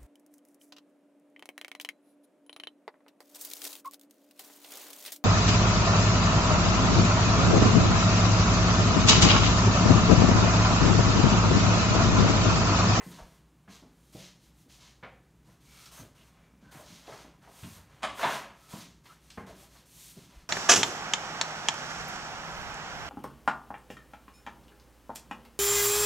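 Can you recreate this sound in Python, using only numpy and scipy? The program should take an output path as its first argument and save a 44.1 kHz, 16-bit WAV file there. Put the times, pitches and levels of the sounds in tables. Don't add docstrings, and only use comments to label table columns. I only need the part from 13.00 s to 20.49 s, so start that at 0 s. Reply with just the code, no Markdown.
import sys
import numpy as np
from scipy import signal
from scipy.io import wavfile
from scipy.ndimage import uniform_filter1d

SR = 44100
rng = np.random.default_rng(int(sys.argv[2]) if len(sys.argv) > 2 else 0)


def output_pcm(signal):
    pcm = np.clip(np.atleast_2d(signal).T, -1, 1) * 32767
    wavfile.write(sys.argv[1], SR, np.round(pcm).astype(np.int16))


N = 330309

# (start [s], speed-up [s], hold [s], hiss level [dB], fizz relative to hiss [dB], flex level [dB])
PAPER_STROKES = [(0.0, 0.056, 0.055, -62, 2.5, -62.5), (0.106, 0.014, 0.069, -57.5, -9.5, -60.5),
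                 (0.213, 0.03, 0.12, -70.5, -1.5, -71), (0.68, 0.052, 0.024, -56.5, -11, -62.0),
                 (0.87, 0.27, 0.07, -72, 1, -84), (1.117, 0.024, 0.058, -61.0, -0.5, -67.5),
                 (1.134, 0.11, 0.018, -53, -20, -63.5), (1.38, 0.065, 0.027, -68.5, -3, -81.5),
                 (1.532, 0.078, 0.013, -72, 2.5, -88), (1.68, 0.033, 0.053, -60, -8, -72),
                 (1.77, 0.06, 0.051, -58, -19, -65.5), (2.437, 0.044, 0.055, -72.0, -2.5, -70.5),
                 (2.599, 0.25, 0.019, -57.5, -3.5, -65), (2.906, 0.022, 0.082, -58.5, 1.5, -60.5),
                 (3.14, 0.026, 0.12, -69, -3.0, -68), (3.327, 0.036, 0.1, -78, -7, -68.0),
                 (3.604, 0.018, 0.085, -73.5, -11, -67.5), (3.706, 0.02, 0.083, -62, 2, -57),
                 (3.81, 0.093, 0.084, -56.5, -9.5, -63.5), (3.993, 0.13, 0.099, -57.5, -8.5, -57.5),
                 (4.408, 0.03, 0.032, -68.5, -5, -60), (4.478, 0.15, 0.14, -59, 1, -61),
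                 (4.842, 0.1, 0.18, -71, -5, -62.5), (5.139, 0.062, 0.014, -54, 1.5, -62),
                 (5.169, 0.055, 0.058, -46, -7, -34.5), (5.273, 0.044, 0.038, -44.5, -4.5, -39),
                 (5.525, 0.143, 0.032, -65.0, -1.0, -70), (5.68, 0.045, 0.064, -53.5, -2, -55.5),
                 (5.79, 0.026, 0.0097, -52.5, -13, -66), (6.029, 0.035, 0.069, -65.5, -1.5, -64),
                 (6.195, 0.063, 0.14, -69, 0, -71), (6.457, 0.013, 0.037, -61.5, -4.5, -57.5),
                 (6.535, 0.081, 0.021, -61, 0.5, -64.5), (6.68, 0.071, 0.044, -62.5, -3.5, -67),
                 (6.85, 0.201, 0.057, -57.5, 3.5, -70.0), (7.139, 0.043, 0.068, -61.5, -4.5, -66.5),
                 (7.268, 0.053, 0.092, -65.5, -7, -64)]
# (frequency [Hz], gain [dB])
HISS_SPECTRUM = [(900, -27), (2000, -2), (3100, 1), (4200, 2), (4900, -0.5), (6400, 0.5), (8000, -8.5),
                 (10500, -14.5), (15500, -23.5)]
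FIZZ_SPECTRUM = [(3000, -27), (6500, -4), (8000, -2), (9400, 0), (10500, -7), (11800, -2.5), (15500, -10)]
FLEX_SPECTRUM = [(100, -27.5), (250, -11), (480, -4), (720, -0.5), (1100, 2.5), (1600, 0.5), (2400, -4.5),
                 (3500, -8), (6000, -58.5)]
# (time [s], level [dB], 60 dB decay [s], upper edge [Hz])
SHEET_SNAPS = [(5.023, -45, 0.26, 9100), (5.0312, -31.5, 0.069, 6500), (5.0384, -29, 0.027, 2350),
               (5.231, -24.5, 0.098, 2500), (5.252, -28, 0.12, 1400)]
# (frequency [Hz], gain [dB])
SNAP_SPECTRUM = [(50, -33), (130, -8), (250, -7), (470, -10.5), (650, -1.5), (820, -1), (1000, 1),
                 (1400, 0.5), (2500, -5), (3800, -5), (5000, -13.5), (9000, -13), (15000, -28)]
# (midpoint [s], length [s], pitch [Hz], bandwidth [Hz], level [dB])
EDGE_SCRAPES = [(2.766, .28, 2290, 260, -65), (2.869, .45, 1315, 280, -61.5), (2.984, 0.14, 6250, 450, -58),
                (3.207, 0.083, 2950, 1000, -63.5), (3.445, 0.48, 2320, 300, -73),
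                (3.696, .15, 1550, 130, -61.5), (5.655, 0.14, 1300, 120, -62),
                (6.116, .06, 1300, 300, -53.5)]
# (time [s], level [dB], lower edge [Hz], upper edge [Hz])
BENCH_KNOCKS = [(0.0, -47, 500, 2020), (.185, -48, 600, 1430), (.678, -55, 260, 2300),
                (.826, -60.5, 280, 1010), (1.15, -50, 200, 610), (2.028, -48, 226, 2200),
                (2.034, -43.5, 483, 2340), (2.483, -65, 350, 1430), (2.857, -53.5, 3400, 6130),
                (2.976, -53.5, 800, 1360), (3.013, -58.5, 220, 600), (3.712, -61.5, 700, 5000),
                (3.747, -55.5, 400, 2200), (3.792, -50.5, 338, 830), (4.072, -53.5, 910, 4300),
                (4.079, -44.5, 380, 865), (4.123, -45, 650, 1640), (4.247, -54.5, 278, 1190),
                (4.474, -53.5, 343, 920), (4.635, -49.5, 690, 3460), (4.769, -58.5, 390, 1490),
                (5.732, -47, 260, 1200), (6.057, -55, 900, 3800), (6.302, -50, 1800, 6200),
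                (6.374, -41.5, 190, 1800), (6.473, -49, 200, 690), (6.626, -60, 300, 913),
                (6.753, -61.5, 830, 1760), (7.17, -59.5, 250, 700)]
# (time [s], level [dB], pitch [Hz])
FOOTFALLS = [(0.061, -42, 182), (.105, -47, 176), (0.681, -49.5, 189), (.823, -52.5, 258),
             (1.148, -43, 185), (1.659, -58, 250), (2.029, -50, 138), (2.481, -56.5, 147),
             (2.993, -47.5, 155), (3.011, -54, 229), (3.532, -54.5, 203), (3.626, -53.5, 200),
             (3.749, -50, 158), (3.901, -49.5, 175), (4.121, -51.5, 132), (4.245, -54.5, 229),
             (4.63, -41, 120), (4.648, -46, 119), (5.032, -48, 204), (5.735, -39, 168.4),
             (6.374, -39.5, 195), (7.167, -45.5, 194)]
# (time [s], level [dB], length [s])
HAND_BUMPS = [(0.209, -44.5, 0.075), (7.352, -46.5, 0.13)]
# (frequency [Hz], bandwidth [Hz], gain [dB])
CORNER_RESONANCES = [(403.5, 30, 4), (604, 220, 5.5), (715, 6.8, -1), (837, 11, 4.5), (969, 68, 4),
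                     (1061, 37, 4), (1333, 62, 1)]
# (frequency [Hz], 60 dB decay [s])
ROOM_DECAY = [(100, 0.89), (300, 0.55), (1000, 0.38), (3000, 0.44), (8000, 0.38), (15000, 0.34)]
# (frequency [Hz], gain [dB])
AIR_SPECTRUM = [(20, -46.5), (45, -3), (65, -2.5), (90, -15.5), (140, -2.5), (200, -8), (300, -10.5),
                (460, -19), (700, -23), (900, -22.5), (2000, -28), (4750, -35), (7000, -34), (15500, -41.5)]
# (frequency [Hz], level [dB])
HUM_PARTIALS = [(59.3, -68.5), (120, -74.5), (167, -72.5)]


def sliding_paper(grip_s=0.011, start_speed=0.23):
    fades_db_per_s = (139.5, 189, 108)
    power = np.zeros((3, N))
    t = np.arange(SR) / SR
    for start, rise_s, hold_s, hiss_db, fizz_db, flex_db in PAPER_STROKES:
        ease_in = np.sin(np.pi / 2 * np.minimum(t / rise_s, 1)) ** 2
        speed = start_speed + (1 - start_speed) * ease_in
        rub = np.minimum(t / grip_s, 1) * speed
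        slowing_s = np.maximum(t - rise_s - hold_s, 0)
        for layer, db, fade in zip(power, (hiss_db, hiss_db + fizz_db, flex_db), fades_db_per_s):
            add(layer, start, (rub * amp(db - fade * slowing_s)) ** 2)
    hiss_envelope, fizz_envelope, flex_envelope = np.sqrt(power)
    fine = room(grains(N, per_s=12000, spread_db=0.5), wet_db=-8, early_db=-15)
    finest = room(grains(N, per_s=15000, spread_db=0.5), wet_db=-31, early_db=-3)
    coarse = room(grains(N, per_s=7000, spread_db=2.5), wet_db=-6.5, early_db=-9)
    hiss = unit(colour(fine, lambda hz: amp(curve(HISS_SPECTRUM, hz))))
    fizz = unit(colour(finest, lambda hz: amp(curve(FIZZ_SPECTRUM, hz))))
    flex = unit(colour(coarse, lambda hz: amp(curve(FLEX_SPECTRUM, hz)) * corner_gain(hz)))
    return hiss_envelope * hiss + fizz_envelope * fizz + flex_envelope * flex


def sheet_flaps():
    out = np.zeros(N)
    for start, db, t60, top_hz in SHEET_SNAPS:
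        tone = lambda hz: amp(curve(SNAP_SPECTRUM, hz)) * corner_gain(hz) / np.hypot(1, (hz / top_hz) ** 2)
        pops = colour(burst(t60, per_s=7900, spread_db=0.5), tone)
        add(out, start, at_level(room(pops, wet_db=0, early_db=1), db))
    return out


def edge_scrapes():
    out = np.zeros(N)
    for middle, length, pitch_hz, width_hz, db in EDGE_SCRAPES:
        swell = signal.windows.cosine(int(length * SR))
        friction = grains(SR, per_s=12000, spread_db=-1)
        song = colour(friction, lambda hz: bell(hz, pitch_hz, width_hz))
        add(out, middle - length / 2, at_level(song[:len(swell)] * swell, db))
    return out


def bench_knocks():
    out = np.zeros(N)
    for start, db, low_hz, high_hz in BENCH_KNOCKS:
        t60 = 0.16 * (1000 / high_hz) ** 0.21
        rolloff = lambda hz: np.sqrt((1 + (low_hz / (hz + 1)) ** 2.8) * (1 + (hz / high_hz) ** 8))
        knock = colour(burst(t60, per_s=9000, spread_db=1), lambda hz: corner_gain(hz) / rolloff(hz))
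        add(out, start, at_level(room(knock, wet_db=-3.5, early_db=-4), db))
    return out


def footfalls(ring_t60_s=0.11, attack_s=0.0023):
    out = np.zeros(N)
    t = np.arange(SR // 2) / SR
    for start, db, pitch_hz in FOOTFALLS:
        envelope = amp(-60 * t / ring_t60_s) * (1 - np.exp(-t / attack_s))
        ring = np.sin(2 * np.pi * pitch_hz * t) * envelope
        band = lambda hz: 1 / np.sqrt((1 + (80 / (hz + 1)) ** 6) * (1 + (hz / (1.6 * pitch_hz)) ** 7))
        rattle = colour(burst(ring_t60_s * 2.22, per_s=3300, spread_db=5.5), band)
        thud = unit(ring) + amp(-1) * unit(rattle)
        add(out, start, at_level(room(thud, wet_db=-8.5, early_db=-6.5), db))
    return out


def hand_bumps(centre_hz=42, half_width_hz=22):
    out = np.zeros(N)
    t = np.arange(SR // 2) / SR
    band = lambda hz: 1 / (1 + ((hz - centre_hz) / half_width_hz) ** 4)
    for start, db, length in HAND_BUMPS:
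        shudder = colour(rng.standard_normal(len(t)), band)
        rise = t / (length / 4)
        swell = rise ** 2 * np.exp(-2 * rise)
        add(out, start, at_level(shudder * swell, db))
    return out


def room_tone(air_db=-63.5):
    air = unit(colour(rng.standard_normal(N), lambda hz: amp(curve(AIR_SPECTRUM, hz))))
    t = np.arange(N) / SR
    hum = sum(amp(db) * np.sin(2 * np.pi * (hz * t + rng.random())) for hz, db in HUM_PARTIALS)
    return amp(air_db) * air + np.sqrt(2) * hum


def room(x, wet_db, early_db, reflections=40, build_up_s=0.014):
    t = np.arange(SR // 2) / SR
    hz, frame_s, spectrum = signal.stft(rng.standard_normal(len(t)), SR, nperseg=256)
    decay = amp(-60 * frame_s / curve(ROOM_DECAY, hz)[:, None])
    tail = signal.istft(spectrum * decay, SR, nperseg=256)[1][:len(t)]
    tail *= 1 - np.exp(-t / build_up_s)
    response = amp(wet_db) * tail / np.linalg.norm(tail)
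    delays_s = rng.uniform(0.002, 0.02, size=reflections)
    polarity = rng.choice([-1, 1], size=reflections)
    response[(delays_s * SR).astype(int)] += amp(early_db) * polarity / np.sqrt(reflections)
    response[0] += 1
    return signal.fftconvolve(x, response)[:len(x)]


def corner_gain(hz):
    return amp(sum(db * bell(hz, centre, width) for centre, width, db in CORNER_RESONANCES))


def grains(size, per_s, spread_db):
    height = amp(spread_db * np.minimum(rng.exponential(1, size), 4))
    return unit(rng.standard_normal(size) * height * (rng.random(size) < per_s / SR))


def burst(t60, per_s, spread_db):
    t = np.arange(SR // 2) / SR
    return grains(len(t), per_s, spread_db) * amp(-60 * t / t60)


def colour(x, gain):
    hz = abs(np.fft.fftfreq(len(x), 1 / SR))
    log_gain = np.log(np.maximum(gain(hz), 1e-5))
    response = np.exp(np.conj(signal.hilbert(log_gain)))
    return np.fft.ifft(np.fft.fft(x) * response).real


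def bell(hz, centre_hz, width_hz):
    return 1 / (1 + (2 * (hz - centre_hz) / width_hz) ** 2)


def curve(points, hz):
    point_hz, value = np.transpose(points)
    return np.interp(np.log(hz + 1), np.log(point_hz), value)


def amp(db):
    return 10 ** (np.asarray(db) / 20)


def unit(x):
    return x / np.sqrt(np.mean(x ** 2) + 1e-20)


def at_level(x, db):
    return amp(db) * x / np.sqrt(uniform_filter1d(x ** 2, SR // 100).max())


def add(mix, start_s, sound):
    part = mix[max(round(start_s * SR), 0):][:len(sound)]
    part += sound[:len(part)]


def scene():
    paper = sliding_paper() + edge_scrapes() + sheet_flaps()
    mono = paper + bench_knocks() + footfalls() + hand_bumps() + room_tone()
    return np.array([mono, mono])


def record(dry, low_cut_hz=30, high_cut_hz=15750):
    thinned = signal.sosfilt(signal.butter(2, low_cut_hz, "highpass", fs=SR, output="sos"), dry)
    high_cut = signal.firwin(801, high_cut_hz, window=("kaiser", 9), fs=SR)
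    return signal.oaconvolve(thinned, high_cut[None], "same", axes=1)


dry = scene()
out = record(dry)
output_pcm(out)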